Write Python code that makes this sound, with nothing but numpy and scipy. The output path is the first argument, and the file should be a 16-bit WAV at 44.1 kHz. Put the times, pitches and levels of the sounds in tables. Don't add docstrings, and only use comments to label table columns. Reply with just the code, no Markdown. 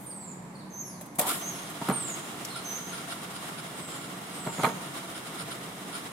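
import sys
import numpy as np
from scipy import signal
from scipy.fft import rfft, irfft, next_fast_len
from scipy.io import wavfile

SR = 44100
rng = np.random.default_rng(int(sys.argv[2]) if len(sys.argv) > 2 else 0)


def store_pcm(level_fs):
    pcm = np.round(np.clip(level_fs, -1, 1) * 32767).astype(np.int16)
    wavfile.write(sys.argv[1], SR, np.atleast_2d(pcm).T)


N = 269879
TIME = np.arange(N) / SR
FFT_SIZE = next_fast_len(N, True)
BINS = np.maximum(np.fft.rfftfreq(FFT_SIZE, 1 / SR), 1)

# (f/Hz, relative density/dB per Hz)
RUMBLE_SPECTRUM = [(25, -33), (50, -22.5), (90, -16), (135, -2.5), (180, 0), (290, -7), (450, -12),
                   (620, -13), (980, -11), (1400, -20), (2150, -21), (2800, -30.5), (6000, -34),
                   (10500, -33), (15500, -49)]
HISS_SPECTRUM = [(150, -20.5), (280, 8.5), (480, 2.5), (700, -5.5), (1400, -4), (1850, 0.5), (2500, -5.5),
                 (3400, -2.5), (4500, -9), (5900, -9.5), (8000, -6), (9500, -5), (12000, -12),
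                 (15500, -19.5)]
# (f/Hz, relative density/dB per Hz)
BRIGHT_SPECTRUM = [(1500, -16), (3500, -2), (5500, -10.5), (7300, 3.5), (9000, 6), (12000, 3.5),
                   (14000, -2.5), (16000, -7)]
# (f/Hz, level/dB)
HUM_PARTIALS = [(148, -61), (185, -55), (297, -62), (445, -76.5)]
# (f/Hz, left-right correlation)
LIKENESS = [(170, 0.94), (350, 0.83), (700, 0.55), (1400, 0), (2800, 0), (16000, 0)]
# (f/Hz, level over the left/dB)
RIGHT_PORT = [(100, 1), (350, 0.5), (1000, 1.5), (4000, 2), (6500, 1.5), (9400, 2.5), (10400, -2),
              (11800, -9), (16000, -7.5)]

# (t/s, length/s, start f/Hz, end f/Hz, relative level/dB, fade over the note/dB,
# relative echo level/dB)
GLIDES = [(0.059, 0.29, 9050, 6880, -39.5, 6, -5), (0.1, .04, 5250, 4120, -57, -5, -3),
          (0.205, 0.048, 4830, 3710, -60, -3, 1), (0.546, 0.038, 4630, 4070, -56.5, -7, 2),
          (0.587, 0.041, 4730, 3290, -54, 4, 2), (1.92, 0.24, 9200, 6420, -29, 8, -7),
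          (2.494, 0.044, 4300, 4100, -46, -2, 4), (2.54, 0.029, 3900, 3670, -42.5, 0, -7),
          (3.734, 0.21, 8530, 6880, -53, 6.5, 12.5), (4.327, 0.33, 8590, 6200, -45.5, 2.5, 2.5)]
# (crest t/s, hold/s, fall/s, crest f/Hz, relative crest level/dB,
# swell/dB, relative echo level/dB)
ARCHES = [(0.812, 0.115, 0.23, 6440, -33.5, 16, -4.5), (1.491, 0.105, 0.1, 6450, -32, 11, -6.5),
          (2.769, 0.128, 0.032, 6326, -34, 5.5, -3), (2.902, 0.075, 0.049, 6480, -42.5, 2, -14)]
# (fundamental f/Hz, level over the fundamental/dB)
OVERTONE = [(4200, -10), (4800, 5), (5400, 11), (5900, -6), (6300, -14.5), (7000, -27), (8000, -37)]

# (t/s, centre f/Hz, relative level/dB)
GURGLE_PATH = [(1.209, 1034, -33.5), (1.24, 929, -31.5), (1.268, 831, -37), (1.29, 1196, -35),
               (1.309, 1356, -32), (1.345, 1380, -51)]
# (t/s, level/dB, time from peak to half amplitude/s)
SPITS_AND_SCRAPES = [(1.235, -42, 0.013), (1.301, -34, 0.019), (1.344, -38, 0.015), (1.859, -44, .006),
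                     (1.875, -41, 0.0063), (1.976, -45, .006), (2.51, -47, 0.011), (2.576, -39, 0.021),
                     (2.794, -49, 0.022), (2.941, -40.5, 0.018), (2.995, -44, 0.023), (3.118, -38.5, 0.018),
                     (3.241, -47, 0.014), (3.592, -41, 0.012), (4.452, -43, 0.0042), (4.624, -40, 0.02),
                     (4.69, -45, 0.0072), (4.979, -42, .011), (5.16, -44.5, .01), (5.404, -38, 0.019),
                     (5.52, -40, 0.013), (5.637, -46, 0.0067), (5.942, -41.5, 0.014)]
# (f/Hz, width/Hz, relative level/dB)
HISS_RINGS = [(676, 79, 3.5), (1152, 207, 6), (1428, 160, 2.5), (2163, 270, -1.5), (2794, 38, -4),
              (3125, 290, -4.5), (3920, 160, -4.5), (5160, 200, -8)]
SPIT_AND_SCRAPE_RINGS = [(1377, 80, 5.5), (2260, 170, -1.5), (3080, 670, 5), (3930, 1700, 5),
                         (5230, 360, 0.5), (6940, 22, -7.5), (9390, 380, 5)]

# (t/s, crack level/dB, clack level/dB, body level/dB, rise/s, T60/s)
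SNAPS = [(1.011, -41, -50, -45, 0.0006, 0.1), (1.062, -48.5, -63, -70, .002, 0.077),
         (1.160, -45, -69, -60, 0.0054, 0.07), (1.189, -26, -53, -28, 0.0019, 0.058),
         (1.196, -18.5, -52, -26, 0.002, 0.036), (1.200, -45, -46, -30, 0.0013, 0.21),
         (1.215, -29.5, -37, -43, 0.0029, 0.086), (1.267, -35, -44, -47, .001, .12),
         (1.704, -44, -62, -71, .005, 0.12), (2.452, -38, -31, -61, 0.0028, 0.05)]
# (f/Hz, width/Hz, relative level/dB)
CLACK_MODES = [(4240, 3400, -0.5), (4800, 1300, 2.5), (5960, 2300, -3.5)]
SNAP_BODY_MODES = [(170, 100, -3), (270, 50, 4), (475, 36, -2), (583, 39, 5.5), (735, 51, 6.5),
                   (1100, 170, -0.5), (1840, 200, -2), (2350, 150, -3.5), (2710, 120, -10),
                   (3850, 220, -13)]

# (t/s, thud level/dB,
# clang level/dB, crunch level/dB, latch level/dB, rattle level/dB, rise/s, T60/s)
THUMP_AND_BLOWS = [(1.185, -34.5, -52, -60, -54, -55, 0.0023, 0.2),
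                   (1.815, -33, -39.5, -56, -38.5, -59, 0.00087, .3),
                   (1.885, -32, -22.5, -44, -35, -50, .0008, 0.047),
                   (1.889, -17.5, -37, -48, -30, -37, 0.002, 0.063),
                   (1.899, -22, -23.5, -32, -49, -38, 0.0014, 0.055),
                   (1.911, -30, -32.5, -42, -40, -48, 0.0014, .26),
                   (4.465, -25, -35, -52, -29, -52, .0006, .08),
                   (4.473, -42, -37, -43, -37, -54, 0.0018, .16),
                   (4.584, -23, -35, -50, -47, -53, 0.0014, 0.079),
                   (4.595, -29, -33.5, -41, -35, -49, 0.0029, 0.17),
                   (4.635, -18, -24, -29, -39, -37, .0018, 0.056),
                   (4.644, -25.5, -17, -26.5, -26, -41, .0012, 0.058),
                   (4.652, -36, -23, -27, -37, -35, .0008, .04),
                   (4.664, -30, -28.5, -38.5, -34, -44, 0.0015, 0.24)]
# (f/Hz, width/Hz, relative level/dB)
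BOOM_MODES = [(70, 59, -25), (135, 29.5, -4.5), (173.5, 46, -1.5), (239.5, 27, -2.5), (290, 126, -4)]
FRAME_MODES = [(365, 55, -5.5), (447, 18, -2.5), (517, 36, -6), (607, 32, -3.5), (703, 64, -4),
               (803, 79, -1), (958, 40, -3), (1036, 190, 0.5), (1264, 98, 2.5), (1444, 70, -4.5),
               (1620, 140, -7.5)]
FRAME_TOP_MODES = [(1870, 600, 1.5), (2240, 300, 3.5), (3100, 400, -4.5), (3500, 490, -4.5),
                   (4160, 140, -7)]
# (f/Hz, width/Hz, relative level/dB)
LATCH_MODES = [(645, 55, -2), (870, 59, -4.5), (922, 12, 2), (1210, 120, -5)]

RUMBLE_DB = -45
RUSTLE_S, RUSTLE_RISE_S, RUSTLE_T60_S = 0.051, 0.083, 0.7
RUSTLE_DB, RUSTLE_FLOOR_DB = -52, -80
WHISTLE_ATTACK_S, WHISTLE_RELEASE_S = 0.0063, 0.017
GLIDE_TRILL_HZ, GLIDE_TRILL_SHARE = 232, 0.024
ARCH_DIP_HZ, ARCH_FALL_HZ_PER_S = 238, 13000
ARCH_DROP_DB, ARCH_DROP_S, ARCH_FADE_DB_PER_S = 14, 0.03, 81
ARCH_TRILL_HZ, ARCH_TRILL_DEPTH_HZ, ARCH_TRILL_GROWTH_S = 108.7, 275, 0.04
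YARD_ECHO_T60_S = 0.88
GURGLE_ATTACK_S, GURGLE_RELEASE_S = 0.012, 0.026
OPEN_S, OPEN_RISE_S, HISS_DB, HISS_SAG_DB_PER_S = 1.19, 0.023, -43, 0.22
SURGE_S, SURGE_RISE_S, SURGE_T60_S, SURGE_DB, SPRAY_DB = 1.294, 0.023, 0.48, -39, -30
CUTOFF_HZ = 15800


def from_db(db):
    return 10 ** (np.asarray(db) / 20)


def rms_one(x):
    return x / np.sqrt(np.mean(x ** 2) + 1e-20)


def ramp(x):
    return np.clip(x, 0, 1)


def by_hz(points):
    hz, value = np.transpose(points)
    return np.interp(np.log(BINS), np.log(hz), value)


def drift(rate):
    knots = rng.standard_normal(4000)
    return np.interp(TIME * rate, np.arange(len(knots)), knots) / np.sqrt(2 / 3)


def grit(depth_db, rate):
    return rms_one(from_db(depth_db * np.minimum(drift(rate), 2)))


def air():
    mid, side = rfft(rng.standard_normal((2, FFT_SIZE)))
    alike = by_hz(LIKENESS)
    stereo = np.sqrt(1 + alike) * mid + np.sqrt(1 - alike) * side * [[1], [-1]]
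    return irfft(stereo, FFT_SIZE)[:, :N]


def coloured(spectrum):
    shaped = rfft(air(), FFT_SIZE) * from_db(by_hz(spectrum))
    return rms_one(irfft(shaped, FFT_SIZE)[:, :N])


def resonate(force, modes):
    out, total = 0, 0
    for k, (hz, width, db) in enumerate(modes):
        radius = np.exp(-np.pi * width / SR)
        sign = (-1) ** k
        gain = sign * from_db(db) * np.sqrt((1 - radius * radius) / 2)
        poles = [1, -2 * radius * np.cos(2 * np.pi * hz / SR), radius * radius]
        out = out + signal.lfilter([gain, 0, -gain], poles, force)
        total += from_db(db) ** 2
    return out / np.sqrt(total)


def blow(s, rise, t60):
    swell = np.exp(-0.5 * np.clip((s - TIME) / rise, 0, 10) ** 2)
    return swell * from_db(-60 * np.clip((TIME - s) / t60, 0, 2))


def sum_blows(times, levels_db, rises, t60s):
    return sum(from_db(db) * blow(s, rise, t60) for s, db, rise, t60 in zip(times, levels_db, rises, t60s))


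def struck(times, levels_db, rises, t60s, modes, clean, direct):
    impact = np.zeros(N)
    for s, db, t60 in zip(times, levels_db, t60s):
        decay_energy = SR * t60 / np.log(1e6)
        impact[round(s * SR)] += from_db(db) * np.sqrt(decay_energy)
    chatter = sum_blows(times, levels_db, rises, t60s) * grit(depth_db=2.5, rate=500)
    noise = np.sqrt(direct) * rng.standard_normal(N) + np.sqrt(1 - direct) * air()
    return resonate(np.sqrt(clean) * impact + np.sqrt(1 - clean) * chatter * noise, modes)


def echo(x, t60, delay=0.0087):
    t = TIME[:SR]
    tail = rng.standard_normal((2, SR)) * from_db(-60 * t / t60) * (t > delay)
    tail /= np.sqrt(np.sum(tail ** 2, axis=1, keepdims=True))
    return signal.fftconvolve(np.atleast_2d(x), tail, axes=1)[:, :N]


def machine_hum(waver_hz=5.95, throb_db=2.5):
    hum = 0
    for hz, db in HUM_PARTIALS:
        phase = 2 * np.pi * np.cumsum(hz + waver_hz * drift(30)) / SR
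        hum = hum + from_db(db + throb_db * drift(7.7)) * np.sqrt(2) * np.sin(phase)
    return hum


def yard():
    rumble = from_db(RUMBLE_DB) * coloured(RUMBLE_SPECTRUM)
    swell = from_db(RUSTLE_DB) * blow(RUSTLE_S, RUSTLE_RISE_S, RUSTLE_T60_S)
    rustle = (swell + from_db(RUSTLE_FLOOR_DB)) * coloured(BRIGHT_SPECTRUM)
    return rumble + machine_hum() + rustle


def trill(t, rate_hz, unsteady=0.044):
    rate = rate_hz * (1 + unsteady * np.interp(t, TIME, drift(60)))
    return np.sin(2 * np.pi * np.cumsum(rate) / SR)


def glide(s, length, start_hz, end_hz, db, fade_db):
    t = TIME[(TIME >= s) & (TIME < s + length)]
    along = (t - s) / length
    slide_hz = start_hz + (end_hz - start_hz) * along
    hz = slide_hz * (1 + GLIDE_TRILL_SHARE * trill(t, GLIDE_TRILL_HZ))
    return t, hz, db - fade_db * along


def arch(s, hold, fall, crest_hz, db, swell_db):
    t = TIME[(TIME >= s - hold) & (TIME < s + fall)]
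    before = ramp((s - t) / hold)
    after = np.maximum(t - s, 0)
    hz = crest_hz - ARCH_DIP_HZ * np.sin(np.pi * before) ** 2 - ARCH_FALL_HZ_PER_S * after
    trill_depth_hz = ARCH_TRILL_DEPTH_HZ * np.exp(-before * hold / ARCH_TRILL_GROWTH_S)
    hz = hz + trill_depth_hz * trill(t, ARCH_TRILL_HZ)
    loss_db = ARCH_DROP_DB * (1 - np.exp(-after / ARCH_DROP_S)) + ARCH_FADE_DB_PER_S * after
    return t, hz, db - swell_db * before - loss_db


def birds(tremble_db=-0.1, quaver_hz=50, scatter_db=-3.5, direct_db=-3.5):
    direct, sent = np.zeros((2, N))
    quaver = drift(640)
    tremble = from_db(tremble_db * drift(120))
    notes = [(glide(*row), echo_db) for *row, echo_db in GLIDES]
    notes += [(arch(*row), echo_db) for *row, echo_db in ARCHES]
    for (t, hz, db), echo_db in notes:
        on = np.round(t * SR).astype(int)
        phase = 2 * np.pi * np.cumsum(hz + quaver_hz * quaver[on]) / SR
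        octave = from_db(np.interp(hz, *np.transpose(OVERTONE))) * np.sin(2 * phase)
        tone = np.sin(phase) + octave
        edges = ramp((t - t[0]) / WHISTLE_ATTACK_S) * ramp((t[-1] - t) / WHISTLE_RELEASE_S)
        call = from_db(db) * tone * tremble[on] * edges
        direct[on] += call
        sent[on] += from_db(echo_db) * call
    scattered = echo(direct, t60=0.031, delay=0.0015)
    near = from_db(direct_db) * direct + from_db(scatter_db) * scattered
    leaning_right = near * from_db([[-1.0], [1.0]])
    return leaning_right + echo(sent, YARD_ECHO_T60_S)


def gurgle(width_hz=260.0, level_db=-3.5):
    s, hz, db = np.transpose(GURGLE_PATH)
    attack = ramp(1 + (TIME - s[0]) / GURGLE_ATTACK_S)
    release = ramp(1 - (TIME - s[-1]) / GURGLE_RELEASE_S)
    low_pass = signal.butter(2, width_hz / 2, fs=SR, output="sos")
    band = signal.sosfilt(low_pass, air() + 1j * air())
    carrier = np.exp(2j * np.pi * np.cumsum(np.interp(TIME, s, hz)) / SR)
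    ring = rms_one((band * carrier).real)
    return ring * attack * release * from_db(level_db + np.interp(TIME, s, db))


def hiss_and_scrapes(flutter_db=1.45, ring_db=-4.0, sputter_db=-10.5, uneven_db=-4.5):
    age = TIME - OPEN_S
    surge = blow(SURGE_S, SURGE_RISE_S, SURGE_T60_S)
    pressure = from_db(HISS_DB - HISS_SAG_DB_PER_S * age) + from_db(SURGE_DB) * surge
    flow = ramp(age / OPEN_RISE_S) * pressure
    hollow = coloured(HISS_SPECTRUM) + from_db(ring_db) * resonate(air(), HISS_RINGS)
    steady = flow * from_db(flutter_db * drift(45)) * hollow
    bursts = sum(from_db(db) / (1 + ((TIME - s) / length) ** 4) for s, db, length in SPITS_AND_SCRAPES)
    sputter = flow * from_db(sputter_db + uneven_db * np.minimum(drift(22), 1))
    grain = grit(depth_db=1.5, rate=230)
    spray = grain * from_db(SPRAY_DB) * surge * coloured(BRIGHT_SPECTRUM)
    spits_and_scrapes = resonate(grain * np.hypot(bursts, sputter) * air(), SPIT_AND_SCRAPE_RINGS)
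    return steady + spray + spits_and_scrapes


def snaps():
    s, crack, clack, body, rise, t60 = np.transpose(SNAPS)
    cracking = sum_blows(s, crack, rise, t60) * coloured(BRIGHT_SPECTRUM)
    clacking = struck(s, clack, rise, t60, CLACK_MODES, clean=0.05, direct=0.05)
    ringing = struck(s, body, rise, t60, SNAP_BODY_MODES, clean=0.44, direct=0.7)
    return cracking + clacking + ringing


def thump_and_gate(lean_db=1.0):
    s, thud, clang, crunch, latch, rattle, rise, t60 = np.transpose(THUMP_AND_BLOWS)
    boom = struck(s, thud, rise, t60, BOOM_MODES, clean=0.78, direct=0.93)
    low = struck(s, clang, rise, t60, FRAME_MODES, clean=0.33, direct=0.86)
    high = struck(s, crunch, rise, t60, FRAME_TOP_MODES, clean=0.24, direct=0.29)
    bar = struck(s, latch, rise, t60, LATCH_MODES, clean=0.47, direct=0.65)
    leaning_right = (low + high + bar) * from_db(lean_db * np.array([[-0.5], [0.5]]))
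    rattling = sum_blows(s, rattle, rise, t60) * coloured(BRIGHT_SPECTRUM)
    return boom + leaning_right + rattling


def scene():
    hits = thump_and_gate() + snaps() + gurgle()
    reverberant = from_db(-16.0) * echo(hits, t60=1.0)
    return yard() + birds() + hiss_and_scrapes() + reverberant + hits


def record(dry):
    tilt = from_db(by_hz(RIGHT_PORT) * np.array([[-0.5], [0.5]]))
    low_pass = 1 / np.sqrt(1 + (BINS / CUTOFF_HZ) ** 240)
    return irfft(rfft(dry, FFT_SIZE) * tilt * low_pass, FFT_SIZE)[:, :N]


dry = scene()
out = record(dry)
store_pcm(out)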